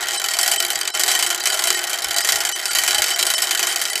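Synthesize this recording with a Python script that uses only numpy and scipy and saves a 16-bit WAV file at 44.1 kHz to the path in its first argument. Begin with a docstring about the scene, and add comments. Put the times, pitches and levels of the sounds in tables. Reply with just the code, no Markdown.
"""Close beside an old alarm box, its clockwork runs down. The gear train grinds and ticks, while
the escapement's pallets strike the wheel teeth in a fast, limping rattle and chatter after each
blow. The impacts excite the normal modes of brass plates and the iron case, which ring briefly.
Now and then the rattle dips and thins to a ring; a few soft, low knocks lie underneath."""
import sys
import numpy as np
from scipy import signal
from scipy.fft import rfft, irfft, next_fast_len
from scipy.io import wavfile
from scipy.ndimage import uniform_filter1d

SR = 44100
rng = np.random.default_rng(int(sys.argv[2]) if len(sys.argv) > 2 else 0)


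def waveform_to_disk(signal):
    """Save audio, clipped to [-1, 1], as 16-bit WAV at the path in sys.argv[1]."""
    frames = np.transpose(np.atleast_2d(signal))
    scaled = np.clip(frames, -1, 1) * 32767
    samples = np.round(scaled).astype(np.int16)
    wavfile.write(sys.argv[1], SR, samples)


N = 176400
ATTACK_S, TOP_HZ = 0.00078, 15300  # rise time of an impact; upper band limit

# friction of the gear train (time [s], level [dB])
GRIND_LEVEL = [(0, -24.5), (.3, -32.5), (.5, -27), (.8, -30), (.92, -28), (1.1, -26.5), (1.38, -28),
               (1.7, -28), (1.85, -27), (2.08, -29.5), (2.33, -25), (2.6, -29), (2.85, -27.5), (3.2, -27),
               (3.45, -28), (3.68, -25.5), (4, -33)]
# pallet strikes (time [s], level [dB], level offset of the chatter [dB])
PALLET_STRIKES = [(0.0266, -16.5, -7.5), (0.0837, -12, -14), (0.1073, -16, -19), (0.1336, -16, -2),
                  (0.16, -18, -18), (0.197, -17.5, -23), (0.2164, -15.5, -27), (0.2405, -10.5, -10),
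                  (0.2601, -14.5, -21), (0.285, -11.5, -8), (0.3071, -18, 0), (0.335, -15.5, -5),
                  (0.3671, -15.5, -14), (0.3874, -8, -6), (0.4112, -13.5, -8), (0.43, -9.5, -8.5),
                  (0.4602, -14, -7), (0.477, -8.5, -7), (0.496, -30, -18), (0.5142, -10, -3.5),
                  (0.5355, -13.5, -11), (0.5597, -13, -20), (0.6014, -8.5, -14), (0.625, -15.5, -7),
                  (0.6485, -12.5, -15), (0.663, -23, -18), (0.683, -22, -20), (0.7023, -10, -8),
                  (0.7308, -18.5, -9), (0.7551, -12, -24), (0.7882, -17, -20), (0.8109, -11.5, -22),
                  (0.852, -17.5, -19), (0.875, -11, -24), (0.938, -14, -7), (0.9489, -12, -6),
                  (0.9725, -16, -26), (0.9951, -10, -2), (1.011, -14, -22), (1.0344, -7, -13),
                  (1.0614, -15, -5), (1.0783, -10.5, 0), (1.0989, -15.5, 1), (1.1138, -9.5, -8),
                  (1.1369, -16.5, 0.5), (1.1504, -9.5, -7), (1.1898, -11.5, -3), (1.225, -9.5, -6),
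                  (1.2454, -18, -19), (1.263, -11, -6.5), (1.3013, -13, -1.5), (1.3457, -13, -28),
                  (1.382, -22.5, -10), (1.4042, -17, -19), (1.4367, -15.5, -29), (1.456, -8.5, -7),
                  (1.4711, -9.5, -12.5), (1.5003, -12.5, -9.5), (1.521, -19, 3), (1.5423, -14, -7),
                  (1.572, -19, -3), (1.5914, -10.5, -9), (1.6211, -13.5, -9), (1.6383, -8, -9),
                  (1.6546, -15, -21), (1.6709, -8.5, -5), (1.7029, -7, -14.5), (1.7262, -15, -13),
                  (1.744, -17.5, 3), (1.772, -17, -5), (1.791, -13.5, -35), (1.8168, -22.5, -4),
                  (1.8389, -12.5, -20), (1.874, -17, -14), (1.8952, -15.5, -0.5), (1.9305, -12.5, -8),
                  (1.986, -15.5, -16), (2.0197, -17, -28), (2.0436, -11, -25), (2.084, -15.5, -22),
                  (2.1079, -11.5, -12), (2.1426, -15.5, -29), (2.1632, -11.5, -5), (2.1828, -10.5, -12),
                  (2.2046, -12.5, -7), (2.2462, -10.5, -8.5), (2.2731, -15, -6), (2.2881, -8.5, -4.5),
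                  (2.3209, -7, -11), (2.3569, -9, -10), (2.4038, -12.5, -7), (2.45, -11, -9),
                  (2.4702, -18, -8), (2.4902, -12, -21), (2.5228, -13, -13), (2.561, -17.5, -13),
                  (2.592, -18.5, -12), (2.629, -23.5, -2), (2.6548, -12.5, -11), (2.6796, -17.5, -12),
                  (2.702, -24.5, 5.5), (2.7318, -14.5, -11), (2.7493, -9.5, -1), (2.7698, -21, 1),
                  (2.7849, -7, -10), (2.8153, -15.5, -5), (2.8354, -10, -7), (2.8622, -15, -23),
                  (2.8769, -8, -4), (2.9073, -8.5, -6.5), (2.929, -16, -15), (2.9451, -10, -6),
                  (2.9816, -9, -9), (3.0195, -7.5, -8), (3.0408, -10, -15), (3.0608, -16, -3),
                  (3.0817, -14.5, -3), (3.104, -14, -3.5), (3.1596, -14.5, -23), (3.174, -22, -15),
                  (3.1902, -9.5, -6), (3.2093, -16, -10), (3.2264, -8.5, -18), (3.2522, -16.5, -21),
                  (3.2657, -9, -7), (3.286, -22, -6), (3.3013, -8.5, -6.5), (3.337, -11.5, -6),
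                  (3.38, -12, -8.5), (3.4047, -21, -24), (3.4204, -8.5, -4), (3.4387, -15, -21),
                  (3.4704, -14, -15), (3.4914, -18.5, -13), (3.5088, -8.5, -6.5), (3.5488, -10.5, -14),
                  (3.5751, -16, -8), (3.5928, -9.5, -7.5), (3.6279, -9.5, -8), (3.6692, -9, -9),
                  (3.6862, -17.5, -0.5), (3.7128, -19.5, -0.5), (3.7588, -9, -19), (3.7924, -20, -4),
                  (3.8142, -11, -4), (3.8526, -13, -13), (3.882, -20, -5), (3.8995, -15.5, -5),
                  (3.931, -15.5, -20), (3.955, -10.5, -15), (3.9768, -16, -6)]
# modes of the brass plates and levers (frequency [Hz], T60 [s], level [dB])
BRASS_MODES = [(1895, 0.28, -3), (2990, 0.12, -9.5), (3031, 0.035, 3), (3113, 0.029, 1),
               (3976, 0.029, -0.5), (4624, 0.044, -1), (4732, 0.044, -2), (5307, 0.035, 0),
               (6100, 0.031, -4), (6960, 0.02, -4), (7260, 0.054, -2), (7850, 0.025, -0.5),
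               (8246, 0.021, -1), (9175, 0.038, -2)]
# dips in the rattle (time [s], length [s], ring level [dB], first tone [Hz], second tone [Hz])
RATTLE_DIPS = [(.182, .014, -21, 3978, 8170), (.587, 0.014, -20, 3084, 8000), (.925, 0.03, -35, 5330, 3994),
               (1.171, 0.01, -20.5, 7340, 1870), (1.418, 0.0097, -24, 4021, 4720),
               (1.759, 0.016, -21, 7897, 1870), (2.228, 0.015, -23.5, 4800, 5270),
               (2.539, 0.027, -24, 6013, 2990), (2.697, 0.014, -22.5, 8230, 1420),
               (3.148, 0.01, -21, 5598, 3074), (3.36, 0.019, -19.5, 3010, 5340),
               (3.914, .016, -24.5, 1990, 9458)]


def amp(db):
    """Amplitude ratio of a level in decibels."""
    return 10 ** (np.asarray(db) / 20)


def unit(x):
    """Normalisation to rms 1."""
    return x / np.sqrt(np.mean(x ** 2))


def curve(rows, t):
    """Gain interpolated in decibels between rows of (time [s], level [dB])."""
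    return amp(np.interp(t, *np.array(rows).T))


def butterworth(x, order, hz, kind):
    """Filter with a maximally flat passband."""
    return signal.sosfilt(signal.butter(order, hz, kind, fs=SR, output="sos"), x)


def through(x, response):
    """Convolution with an impulse response scaled to unit energy."""
    return signal.fftconvolve(x, response / np.linalg.norm(response))[:N]


def colour(points, size=2048):
    """Minimum-phase impulse response of a given spectrum, found by folding the cepstrum."""
    hz, db = np.array(points).T
    f = np.maximum(np.arange(size // 2 + 1) * SR / size, 1)
    magnitude = amp(np.interp(np.log(f), np.log(hz), db))
    cepstrum = irfft(np.log(magnitude))
    cepstrum[1:size // 2] *= 2
    cepstrum[size // 2 + 1:] = 0
    return irfft(np.exp(rfft(cepstrum)))


def tooth_load(t, drop_s=0.01, drop_db=2):
    """Contact noise follows load: its gain falls as the wheel drops free ahead of each strike."""
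    strikes = np.sort(np.array(PALLET_STRIKES)[:, 0])
    wait = np.append(strikes, np.inf)[np.searchsorted(strikes, t)] - t
    return amp(-drop_db * np.exp(-(wait / drop_s) ** 2))


def friction(t, grain_db=4):
    """Sliding friction of meshing teeth gives a continuous, grainy random force."""
    grains = rng.standard_normal(N) * amp(grain_db * rng.standard_normal(N))
    return unit(grains) * curve(GRIND_LEVEL, t)


def gear_train(t):
    """Friction noise: loaded teeth grind, with less top treble than the clicks."""
    # spectrum of the grinding teeth (frequency [Hz], spectral level [dB])
    teeth_spectrum = [(25, -23), (70, -9.5), (190, -19), (250, -23.5), (340, 3.5), (550, -7), (700, 5.5),
                      (900, -0.5), (1100, -1), (1900, 8), (2700, -3.5), (4500, -6.5), (8000, -14),
                      (15000, -5.5)]
    grind = through(friction(t) * tooth_load(t), colour(teeth_spectrum))
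    return amp(-3) * butterworth(grind, 3, 8000, "low")


def wander(shifts_per_s=25):
    """Slow random modulation with a spread near 1, renewed about once a tooth."""
    steps = rng.standard_normal(int(shifts_per_s * N / SR) + 2)
    position = np.arange(N) * shifts_per_s / SR + rng.random()
    return np.interp(position, np.arange(len(steps)), steps)


def ring(force, modes, drift, spread_db=2.2):
    """Modal superposition: damped modes shift in pitch and strength as turning parts press on a body."""
    out = np.zeros(N)
    for hz, t60, db in modes:
        phasor = np.exp(2j * np.pi * np.cumsum(hz * (1 + drift * wander())) / SR)
        pole = np.exp(-np.log(1000) / (t60 * SR))
        drive = force * amp(spread_db * wander())
        mode = phasor * signal.lfilter([1], [1, -pole], drive * phasor.conj())
        out += rng.choice([-1, 1]) * amp(db) * np.sqrt(2 * (1 - pole ** 2)) * mode.imag
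    radiated = butterworth(out, 3, 242, "high")  # small bodies radiate little bass
    return radiated / np.linalg.norm(amp(np.array(modes)[:, 2]))


def iron_case(impacts, t):
    """Forced vibration: impacts and gear friction drive the modes of the case."""
    # modes of the iron case (frequency [Hz], T60 [s], level [dB])
    case_modes = [(189.5, 0.15, -16), (354, 0.76, -9), (390, 0.2, -11), (445.6, 0.39, -13),
                  (501, 0.14, -14.5), (628.8, 0.18, -3.5), (681.8, 0.2, -1), (715, 0.35, -5.5),
                  (797, 0.15, -1.5), (822.5, 0.29, -1.5), (1056, 0.014, 0), (1293, 0.027, -2),
                  (1391.5, 0.14, 0.5), (1495, 0.071, 0), (1673, 0.049, -6), (1697, 0.071, -3.5),
                  (2047, 0.025, -3), (2103, 0.026, 3.5)]
    return ring(amp(-10) * impacts + amp(-8) * friction(t), case_modes, drift=.008)


def contacts(times, gains, rise_s, decay_s, grain_db):
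    """Tiny metal contacts merge into decaying noise bursts, each with the energy of 5 ms at rms = gain."""
    size = SR // 20
    t, out = np.arange(size) / SR, np.zeros(N + 2 * size)
    envelope = np.minimum(t / rise_s, 1) * np.exp(-np.maximum(t - rise_s, 0) / decay_s)
    for start, gain in zip(times, gains):
        noise, grain = rng.standard_normal((2, size))
        burst = envelope * noise * amp(grain_db * grain)
        i = int(np.clip(start * SR, 0, N))
        out[i:i + size] += gain * burst * np.sqrt(.005 * SR / np.sum(burst ** 2))
    return out[:N]


def backlash(ticks_per_s=85, level_db=2, spread_db=2):
    """Clearance lets loose gear teeth collide, ticking at uneven moments."""
    count = int(ticks_per_s * N / SR)
    times = (np.arange(count) + rng.random(count)) * N / SR / count
    gains = curve(GRIND_LEVEL, times) * amp(level_db + spread_db * rng.standard_normal(count))
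    return contacts(times, gains, ATTACK_S, decay_s=0.0027, grain_db=2)


def metal_clack(force):
    """Source and filter: the contact force takes on the spectrum of metal hitting metal."""
    # spectrum of the clack (frequency [Hz], spectral level [dB])
    clack_spectrum = [(150, -30), (600, -39), (1100, -19.5), (1500, -2.5), (2200, 0), (2700, -3),
                      (3100, 5.5), (3600, -9), (4500, 1.5), (5000, -6), (5700, -3), (6300, 0), (8200, -1),
                      (8700, -13), (11000, -7.5), (15000, -20)]
    return amp(-3.5) * through(force, colour(clack_spectrum))


def tip_snap(force, t):
    """Impacts of the tooth tips radiate a bright, high-frequency snap."""
    # spectrum of the snap (frequency [Hz], spectral level [dB])
    snap_spectrum = [(2000, -28), (6000, -30), (8000, 2.5), (12500, 4), (13300, 0), (15200, -7)]
    # slow swell and fall of the treble (time [s], level [dB])
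    treble_level = [(0, -2.5), (.62, 3.5), (.84, -2.5), (1.1, 0), (2.33, 0.5), (2.75, .5), (4, 0.5)]
    return amp(-10.5) * curve(treble_level, t) * through(force, colour(snap_spectrum))


def housing(x, t60_s=0.049, build_s=0.0055):
    """Reverberation: short, dense reflections in the open housing return little of the treble."""
    t = np.arange(SR // 4) / SR
    tail = rng.standard_normal(len(t)) * np.exp(-np.log(1000) * t / t60_s) * np.minimum(t / build_s, 1)
    return x + amp(-5) * butterworth(through(x, tail), 2, 4500, "low")


def plate(x, travel_s=0.001627):
    """Dispersion: bending waves carry treble ahead and smear each click; travel_s holds at 1 kHz."""
    size = next_fast_len(N + SR)
    f = np.arange(size // 2 + 1) * SR / size
    lag_cycles = travel_s * (2 * np.sqrt(1000 * f) - f * np.sqrt(1000 / TOP_HZ))  # no delay at TOP_HZ
    radiated = butterworth(x, 2, 1160, "high")  # a small plate radiates little bass
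    return irfft(rfft(radiated, size) * np.exp(-2j * np.pi * lag_cycles), size)[:N]


def bouncing(bounces_per_s=200, spread_db=2.5):
    """Amplitude modulation: a gain that jumps about as loose parts hop and land."""
    size = int(SR / bounces_per_s)
    steps = np.repeat(rng.standard_normal(N // size + 1), size)[:N]
    return unit(uniform_filter1d(amp(spread_db * steps), size // 3))


def escapement(t, spread_db, hardness=0, blow_decay_s=.0028, chatter_decay_s=.017):
    """Impact and rebound: each pallet hits a slightly different spot of a tooth, bounces and scrapes."""
    times, db, chatter_db = np.array(PALLET_STRIKES).T
    db = db + hardness * (db - db.mean())  # hardness: extra dB for each dB of force
    db += spread_db * rng.standard_normal(len(db))
    blows = contacts(times, amp(db - 4), ATTACK_S, blow_decay_s, grain_db=2.5)
    delay_s, rise_s = .0035, .0027
    chatter = contacts(times + delay_s, amp(db + chatter_db + .5), rise_s, chatter_decay_s, grain_db=4)
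    return blows + chatter * bouncing() * tooth_load(t)


def dips(t, depth_db_per_s):
    """Brief attenuation: the gain falls at each dip, by decibels proportional to its length."""
    notches = sum(length * np.exp(-(2 * (t - at) / length) ** 4) for at, length, *_ in RATTLE_DIPS)
    return amp(-depth_db_per_s * notches)


def thin_rings(t, lead_db=11, spread_db=3):
    """Sum of partials: in each dip two tones stand out over the fainter brass modes."""
    mode_hz, _, mode_db = np.array(BRASS_MODES).T
    out = np.zeros(N)
    for at, length, db, *lead_hz in RATTLE_DIPS:
        near = np.abs(t - at) < length
        hz = np.append(mode_hz, lead_hz)
        gains = amp(np.append(mode_db + spread_db * rng.standard_normal(len(mode_db)), [lead_db] * 2))
        cycles = np.outer(hz, t[near]) + rng.random((len(hz), 1))
        window = np.cos(np.pi / 2 * (t[near] - at) / length)
        out[near] += amp(db) * unit(gains @ np.sin(2 * np.pi * cycles)) * window
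    return out


def bumps(t, hz=71, width_s=0.027):
    """Low band-limited noise under Gaussian envelopes is heard as soft knocks."""
    # dull low knocks (time [s], level [dB])
    knocks = [(.745, -56), (2.05, -48), (2.335, -51), (2.74, -50), (2.96, -46), (3.2, -56)]
    swell = sum(amp(db) * np.exp(-.5 * ((t - start - width_s) / width_s) ** 2) for start, db in knocks)
    rumble = butterworth(rng.standard_normal(N), 3, [hz / 2, hz * 1.63], "band")
    return swell * unit(rumble)


def scene():
    """Superposition of the clockwork's impacts, resonances and friction in one channel."""
    t = np.arange(N) / SR
    ticks = backlash() * tooth_load(t)
    clack_force = escapement(t, spread_db=.5) + ticks
    # the treble of each strike dies sooner
    tip_force = escapement(t, spread_db=1.2, hardness=.35, blow_decay_s=.0027, chatter_decay_s=.015)
    tip_force += amp(3.5) * ticks
    body_force = escapement(t, spread_db=.7) + ticks
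    brass = amp(-2.5) * ring(body_force, BRASS_MODES, drift=.005)
    case = iron_case(body_force, t)
    rattle = plate(housing(metal_clack(clack_force)) + tip_snap(tip_force, t)) + brass
    clockwork = dips(t, 900) * (rattle + gear_train(t)) + dips(t, 450) * case
    return (clockwork + thin_rings(t) + bumps(t))[None]


def record(dry):
    """Hard clipping at full scale, then a steep low-pass band limit."""
    return signal.sosfilt(signal.ellip(10, .2, 80, TOP_HZ, fs=SR, output="sos"), np.clip(dry, -1, 1))


dry = scene()
out = record(dry)
waveform_to_disk(out)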